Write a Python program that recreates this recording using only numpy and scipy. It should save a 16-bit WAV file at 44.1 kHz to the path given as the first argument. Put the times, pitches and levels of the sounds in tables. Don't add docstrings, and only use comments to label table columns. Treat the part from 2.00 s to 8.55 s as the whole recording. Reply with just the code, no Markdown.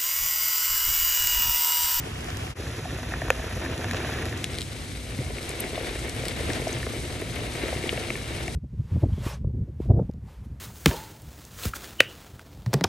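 import sys
import numpy as np
from scipy import signal
from scipy.fft import rfft, irfft, next_fast_len
from scipy.io import wavfile

SR = 44100
rng = np.random.default_rng(int(sys.argv[2]) if len(sys.argv) > 2 else 0)


def generate_wav(sig):
    pcm = np.round(np.clip(np.atleast_2d(sig).T, -1, 1) * 32767).astype(np.int16)
    wavfile.write(sys.argv[1], SR, pcm)


N = 288855

# f/Hz, level/dB, t60/s
SHEET_LOW_MODES = [(245, 3, 0.017), (345, 3, 0.045), (432, 2.5, 0.029), (513, -0.5, 0.032),
                   (640, -5.5, 0.053), (734, -6, 0.057), (918, -3.5, 0.018)]
SHEET_HIGH_MODES = [(1107, -4.5, 0.017), (1390, 5.5, 0.0066), (1800, 1.5, 0.016), (2250, -16, 0.0096),
                    (2744, 3, 0.0095), (3500, -16, 0.0007)]
# t/s, favoured low f/Hz, its level/dB, favoured high f/Hz, its level/dB
HEAVY_DROPS = [(.283, 700, -30, 1400, -31), (.302, 500, -35, 1300, -31), (0.668, 600, -53, 1640, -29.5),
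               (.853, 751, -29, 1660, -35), (.906, 600, -51, 1740, -30), (0.985, 600, -33, 1510, -29),
               (1.03, 905, -33, 1810, -31), (1.12, 705, -29, 1720, -27), (1.137, 764, -31, 1500, -19.5),
               (1.217, 634, -24, 1810, -24.5), (1.281, 890, -29, 1310, -25), (1.395, 600, -29, 1510, -31),
               (1.46, 600, -47, 1820, -35), (1.51, 900, -35, 1880, -30.5), (1.661, 301, -52, 1760, -24),
               (1.843, 830, -27.5, 1410, -24), (1.883, 600, -42, 1870, -29), (1.91, 800, -33, 1760, -21),
               (1.932, 714, -31, 1200, -26), (1.944, 513, -24, 1420, -22.5), (2.0098, 600, -53, 2570, -48),
               (2.046, 600, -28, 1850, -24), (2.091, 930, -27, 1300, -50), (2.187, 308, -62, 1800, -29),
               (2.225, 497, -34, 1930, -28), (2.326, 450, -28, 1930, -26), (3.383, 313, -34.5, 2250, -23),
               (3.639, 390, -26, 2150, -21.5), (3.663, 370, -25, 2140, -32), (3.727, 402, -24, 1800, -45),
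               (3.775, 620, -22, 1200, -25), (3.953, 367, -23, 2340, -29), (4.081, 398, -29, 2150, -24.5),
               (4.234, 487, -23.5, 2400, -29), (4.2525, 597, -39, 1300, -33), (4.502, 345, -22, 1770, -20),
               (4.617, 436, -23, 2260, -25.5), (4.668, 610, -19, 2110, -35), (4.692, 434, -24, 2200, -27.5),
               (4.829, 307, -36, 1800, -23), (4.865, 432, -20.5, 1340, -20), (4.933, 470, -27, 2230, -29),
               (5.2132, 700, -35, 1200, -29), (5.218, 410, -21, 2020, -25.5),
               (5.552, 336, -25, 2180, -24.5), (5.634, 345, -20, 2150, -23.5), (5.681, 468, -24, 2180, -22),
               (5.725, 546, -19.5, 1910, -37), (5.752, 447, -44, 2130, -25.5),
               (5.837, 348, -20.5, 2170, -24), (5.926, 450, -21, 1320, -23.5), (5.975, 520, -24, 2450, -22),
               (6.103, 310, -20, 2520, -19.5), (6.154, 363, -30, 2020, -22), (6.305, 405, -23.5, 2250, -32),
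               (6.4795, 695, -28.5, 2160, -21)]


def heavy_drops(fall_db_per_octave=19, slap_db=-11, slap_t60_s=0.042):
    s, low_hz, low_db, high_hz, high_db = np.transpose(HEAVY_DROPS)
    at, out = np.round(s * SR).astype(int) + 25, np.zeros(N)
    modes = SHEET_LOW_MODES + SHEET_HIGH_MODES
    chance_db = rng.normal(0, 1, (len(at), len(modes)))
    for k, (hz, _, t60) in enumerate(modes):
        favoured_hz, top_db = (low_hz, low_db) if k < len(SHEET_LOW_MODES) else (high_hz, high_db)
        strength_db = top_db - fall_db_per_octave * abs(np.log2(hz / favoured_hz)) + chance_db[:, k]
        out += (-1) ** k * ring(clicks(at, strength_db), hz, t60)
    slap = decay(clicks(at, high_db + slap_db) + 1e-18, slap_t60_s) * rng.standard_normal(N)
    out += butter(slap, 2, [500, 3500], "band")
    return butter(out, 2, 6000)


def drumming(level_db, per_s, modes):
    hits = impacts(per_s, spread_db=2.5)
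    rings = sum(from_db(db) * ring(hits * rng.standard_normal((2, N)), hz, t60) for hz, db, t60 in modes)
    return from_db(level_db) * rms_one(butter(rings, 4, 6000))


# t/s, peak/dB, lower edge/Hz, upper edge/Hz, gain at 6 kHz/dB
CLOSE_TICKS = [(.2438, -23, 5000, 12000, -2), (.2838, -33, 4000, 8000, -5), (0.303, -21, 1500, 7000, 0),
               (0.37, -22, 5000, 12500, -6), (1.303, -9.5, 4750, 14000, -3), (1.778, -19, 2170, 10000, -4),
               (1.843, -21.5, 900, 7000, -7), (1.9112, -17, 1200, 11000, -10),
               (1.9332, -19, 2000, 7000, -5), (1.9452, -22, 1500, 6000, 0), (1.968, -23, 2500, 7000, -2),
               (2.0468, -35, 1000, 4500, -4), (2.255, -18, 1300, 9000, -17), (2.375, -27, 4500, 8000, 0),
               (2.442, -9, 2660, 9600, -7), (2.503, -30, 2500, 9000, -2), (2.517, -33, 6500, 11000, 7),
               (2.533, -29, 3000, 9000, -6), (2.5436, -24, 2500, 9500, -8), (2.551, -24, 2300, 9500, -7),
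               (2.557, -25, 3000, 9500, -8), (2.5852, -17, 2900, 11000, -11),
               (2.6082, -18, 2800, 10500, -7), (2.6167, -18, 2500, 10000, -13),
               (2.6265, -24, 2600, 10000, -13), (2.6533, -29, 2600, 9000, -8),
               (3.429, -22, 1800, 12500, -10), (3.4925, -18.5, 6500, 12400, 0),
               (3.505, -23, 6500, 11000, -3), (3.6012, -18, 8400, 12300, 3),
               (3.6045, -17, 10000, 12400, -2), (3.7561, -23, 2200, 4000, -6),
               (4.0947, -20, 4000, 10000, -3), (4.252, -25, 1200, 4000, 2), (4.2538, -16, 2600, 11100, -8),
               (4.2825, -15, 2200, 12000, -12), (4.2857, -24, 1800, 9500, 10),
               (4.533, -16.5, 1800, 8500, -2), (4.6802, -23, 4000, 8000, 0), (4.728, -22.5, 5600, 7500, 0),
               (5.213, -27, 8500, 12400, 12), (5.892, -11.5, 2020, 3280, 8), (5.974, -24, 1300, 3200, 7),
               (6.1029, -17, 1100, 2880, 9), (6.479, -25, 5000, 9500, 20)]


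def ticks(t60_s=0.007, length=1024):
    out = np.zeros(N)
    spits = rng.standard_normal((len(CLOSE_TICKS), length)) * from_db(-60 * np.arange(length) / SR / t60_s)
    spits[:, 0] = 5
    middle = signal.iirpeak(6000, Q=2, fs=SR)
    for spit, (s, peak_db, low_hz, high_hz, middle_db) in zip(spits, CLOSE_TICKS):
        tick = butter(spit, 3, [low_hz, high_hz], "band")
        tick = butter(butter(tick, 1, 7000), 5, 12300)
        tick -= (1 - from_db(middle_db)) * signal.lfilter(*middle, tick)
        at = round(s * SR) + 30
        out[at:at + length] += from_db(peak_db) * tick / abs(tick).max()
    return out


# f/Hz, level/dB, t60/s
HOLLOW_MODES = [(517, -1, 0.033), (704, -6, 0.0165), (1500, -14, 0.033), (1810, -1.5, 0.012),
                (2500, 6.5, 0.0058), (2970, -19, 0.0078)]


def knock(at_s=1.3036, strike_db=-10.5):
    strike = clicks(round(at_s * SR), strike_db)
    rings = sum((1 if hz < 1000 else -1) * from_db(db) * ring(strike, hz, t60)
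                for hz, db, t60 in HOLLOW_MODES)
    return butter(rings, 3, [300, 4200], "band")


# t/s, level/dB, f/Hz, t60/s
BUMPS = [(3.1872, -16, 200, .03), (3.1942, -14, 130, .04)]


def thud():
    knocks = sum(ring(-clicks(round(s * SR), db), hz, t60) for s, db, hz, t60 in BUMPS)
    return butter(knocks, 2, [70, 380], "band")


# f/Hz, density/dB
PATTER_SPECTRUM = [(200, -6.5), (400, 1), (900, -5.5), (1300, -3), (2100, -1), (2800, -3.5), (3800, -7.5),
                   (5000, -14.5), (7000, -30)]


def patter(level_db, gust):
    flicker_db = 1.4 * gust + 0.076 * drift(27)
    return splashes(level_db + flicker_db, PATTER_SPECTRUM, per_s=550, spread_db=5.5, far=1.5)


# f/Hz, density/dB
SPATTER_SPECTRUM = [(500, -14), (1000, 2), (2000, 5.5), (4000, -11), (7000, -9), (11500, -4), (12500, -40)]


def spatter(level_db, gust):
    return splashes(level_db + 0.5 * gust, SPATTER_SPECTRUM,
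                    per_s=35, spread_db=3.5, far=0.046, t60_s=0.041)


# f/Hz, density/dB
HISS_SPECTRUM = [(3000, 1.5), (4500, 1), (6000, 0), (7000, -1), (8500, 0), (10500, -0.5), (11500, -4.5),
                 (12100, -12.5), (12600, -16), (13100, -50)]


def hiss(patter_db, gust, mean_db=-44):
    level_db = mean_db + 0.5 * (patter_db - patter_db.mean())
    flicker_db = 0.087 * gust + 1.16 * drift(37)
    return splashes(level_db + flicker_db, HISS_SPECTRUM, per_s=800, spread_db=1.5, far=1.6)


# f/Hz, density/dB
ROLL_SPECTRUM = [(44, -7.5), (75, 0), (119, 0), (194, -13), (260, -7.5), (340, -23), (570, -120)]
DEEP_SPECTRUM = [(22, -20), (30, -9), (48, 5), (61, 17.5), (70, -4), (85, -14), (110, -38)]
# t/s, roll level/dB, deep level/dB
THUNDER_LEVELS = [(0, -33.5, -50), (.45, -36.5, -45), (1, -35.5, -43), (1.4, -35.5, -35.5),
                  (1.8, -32.5, -48), (2.25, -34, -90), (2.6, -37, -42), (3.1, -37, -44),
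                  (3.55, -39.5, -40.5), (4, -36.5, -41), (4.3, -34, -40), (4.9, -35, -42), (5.4, -35, -39),
                  (5.7, -35, -40), (6.1, -37, -45), (6.55, -35.5, -41)]


def thunder():
    roll_db, deep_db = in_time(THUNDER_LEVELS)
    roll = from_db(roll_db + drift(5)) * colour(rng.standard_normal((2, N)), ROLL_SPECTRUM)
    return roll + from_db(deep_db) * colour(rng.standard_normal((2, N)), DEEP_SPECTRUM)


# f/Hz, right lead/rad, likeness/0-1, left over right/dB, colour/dB
FIRST_GRIP = [(20, 0, 1, 0, 0), (150, 0, .99, 0, 0), (300, 0, .9, 0, -2), (500, 1.2, .6, 1, -1),
              (800, 2.9, .3, 2, 4), (1500, 6.2, .6, 0, 2), (1900, 6.2, .9, 1, 0), (2900, 3.4, .5, -3, 3),
              (4000, 3, .2, -1, -2), (5200, -.3, .5, 0, 0), (6500, -.7, .45, -2, 0),
              (8500, -2.7, .65, -1, -2), (9800, -3.2, .95, 0, -1), (11400, -5.3, .75, 0, 0),
              (11900, -6, .93, 0, 1)]
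SECOND_GRIP = [(20, 0, 1, 0, 0), (150, 0, .997, 0, 0), (400, .1, .95, 0, 0), (900, .5, .6, 1, 1),
               (1400, .2, .9, 0, 1), (1800, 0, .99, 0, 3), (2150, 0, .95, 0, -1), (2550, -.7, .7, -2, 2),
               (2900, -1.3, .35, -3, -1), (3600, -.4, .5, 2, 0), (4750, -3.14, .8, 0, -1),
               (5300, -5.3, .6, 0, 0), (5750, -6.28, 1, 0, 1), (6250, -6.28, 1, 0, 1),
               (7000, -7.4, .8, 0, 0), (8400, -9.42, 1, 0, -1), (9550, -9.43, 1, 0, -1),
               (10200, -10.2, .87, 0, 0), (11400, -11.5, .8, 0, 0), (11900, -12.3, .93, 0, 1)]
THIRD_GRIP = [(20, 0, 1, 0, 0), (80, 0, .985, -.3, 0), (200, 0, .8, 1, 0), (380, 0, .95, 1, 0),
              (500, -.1, .9, 2, 1), (1100, -.3, .1, 1, -2), (1700, 0, .3, 1, -2), (2200, -.2, .8, 4, 2),
              (2550, -1, .5, 5, -1), (2900, -.8, .7, 4, 0), (3300, -.6, .5, 3, -1), (3900, -.6, .8, 4, 2),
              (4500, -.7, .7, 3, 0), (5500, -.8, .45, 4, 0), (6400, -.3, .75, 2, 0), (7100, -1, .4, 5, -1),
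              (7800, -.8, .78, 1, 0), (8700, 0, .92, 0, 1), (10250, 3.14, .97, 0, 1),
              (11400, 5.4, .8, 0, 1), (11900, 6, .93, 0, 0)]


def ports(fields, direct, grip):
    size = next_fast_len(N + 2048)
    hz = np.arange(size // 2 + 1) * SR / size
    grip_hz, *columns = np.transpose(grip)
    lead, alike, pan_db, colour_db = [np.interp(hz, grip_hz, c) for c in columns]
    one, other, near = rfft([*fields, direct], size) * from_db(colour_db)
    right = (alike * one + np.sqrt(1 - alike ** 2) * other + near) * np.exp(1j * lead)
    return irfft([(one + near) * from_db(pan_db / 2), right * from_db(-pan_db / 2)], size)[:, :N]


# start/s, end/s
IMAGE_CHANGES = [(.54, 0.59), (2.27, 2.56)]


def stereo_image(fields, direct):
    past_first, past_second = [np.interp(np.arange(N) / SR, span, [0, 1]) for span in IMAGE_CHANGES]
    return ((1 - past_first) * ports(fields, direct, FIRST_GRIP)
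            + past_first * (1 - past_second) * ports(fields, direct, SECOND_GRIP)
            + past_second * ports(fields, direct, THIRD_GRIP))


def dip(at_s=0.544, depth_db=-30.16, fall_s=0.034, rise_s=0.05, curve=1.16):
    ramp, = in_time([(at_s - fall_s, 1), (at_s, from_db(depth_db / curve)), (at_s + rise_s, 1)])
    return ramp ** curve


def splashes(level_db, spectrum, per_s, spread_db, far, t60_s=0.028):
    power = decay(impacts(per_s, spread_db) ** 2, t60_s / 2)
    near = rms_one(np.sqrt(power) * rng.standard_normal((2, N)))
    return from_db(level_db) * colour(near + far * rng.standard_normal((2, N)), spectrum)


def impacts(per_s, spread_db):
    sizes = from_db(spread_db * np.minimum(rng.exponential(1, (2, N)), 4))
    signs = rng.choice([-1, 1], (2, N))
    return sizes * signs * (rng.random((2, N)) < per_s / SR)


def clicks(at, level_db):
    out = np.zeros(N)
    out[at] = from_db(level_db)
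    return out


def ring(strikes, hz, t60):
    r, w = from_db(-60 / (max(t60, .001) * SR)), 2 * np.pi * hz / SR
    return signal.lfilter([0, np.sin(w)], [1, -2 * r * np.cos(w), r * r], strikes + 1e-18)


def decay(strikes, t60):
    return signal.lfilter([1], [1, -from_db(-60 / (t60 * SR))], strikes)


def drift(hz, step=40):
    r = np.exp(-2 * np.pi * hz * step / SR)
    slow = signal.lfilter([1], [1, -2 * r, r * r], rng.standard_normal(N // step + 2002))[2000:]
    return np.interp(np.arange(N) / step, np.arange(len(slow)), rms_one(slow))


def colour(x, spectrum):
    size = next_fast_len(N)
    hz, points = np.arange(1, size // 2 + 2) * SR / size, np.array(spectrum)
    db = np.interp(np.log(hz), np.log(points[:, 0]), points[:, 1], left=-80, right=-80)
    return rms_one(irfft(rfft(x, size) * from_db(db), size)[..., :N])


def butter(x, order, hz, kind="low"):
    return signal.sosfilt(signal.butter(order, hz, kind, fs=SR, output="sos"), x)


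def in_time(rows):
    s, *columns = np.transpose(rows)
    return [np.interp(np.arange(N) / SR, s, c) for c in columns]


def from_db(db):
    return 10 ** (np.asarray(db) / 20)


def rms_one(x):
    return x / np.sqrt(np.mean(x ** 2, axis=-1, keepdims=True) + 1e-20)


# t/s, drumming level/dB, patter level/dB
RAIN_LEVELS = [(0.0, -42.5, -43), (0.5, -39, -41), (1.13, -43, -43), (1.37, -38.5, -40.5), (1.68, -38, -41),
               (2.1, -36.5, -37), (2.35, -39, -41), (2.6, -45, -44), (2.94, -47, -43.5), (3.23, -41, -42.5),
               (3.37, -40.5, -41.5), (3.74, -38.5, -39), (4.16, -39.5, -39), (4.56, -33, -36),
               (4.76, -41, -39.5), (4.93, -37.5, -38.5), (5.22, -41, -41), (5.44, -40, -40),
               (5.73, -35, -36), (5.98, -37, -38), (6.26, -42.5, -41), (6.55, -38.5, -40.5)]


def scene():
    drumming_db, patter_db = in_time(RAIN_LEVELS)
    gust = drift(9)
    density = from_db(3 * gust)
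    fields = thunder() + drumming(drumming_db, 500 * density, SHEET_LOW_MODES)
    fields += drumming(patter_db - 8.5, 220 * density, SHEET_HIGH_MODES)
    fields += patter(patter_db, gust) + hiss(patter_db, gust) + spatter(patter_db - 12.5, gust)
    direct = heavy_drops() + ticks() + knock() + thud()
    return stereo_image(fields, direct) * dip()


def record(dry):
    return signal.sosfilt(signal.cheby2(12, 70, 16000, fs=SR, output="sos"), dry)


dry = scene()
out = record(dry)
generate_wav(out)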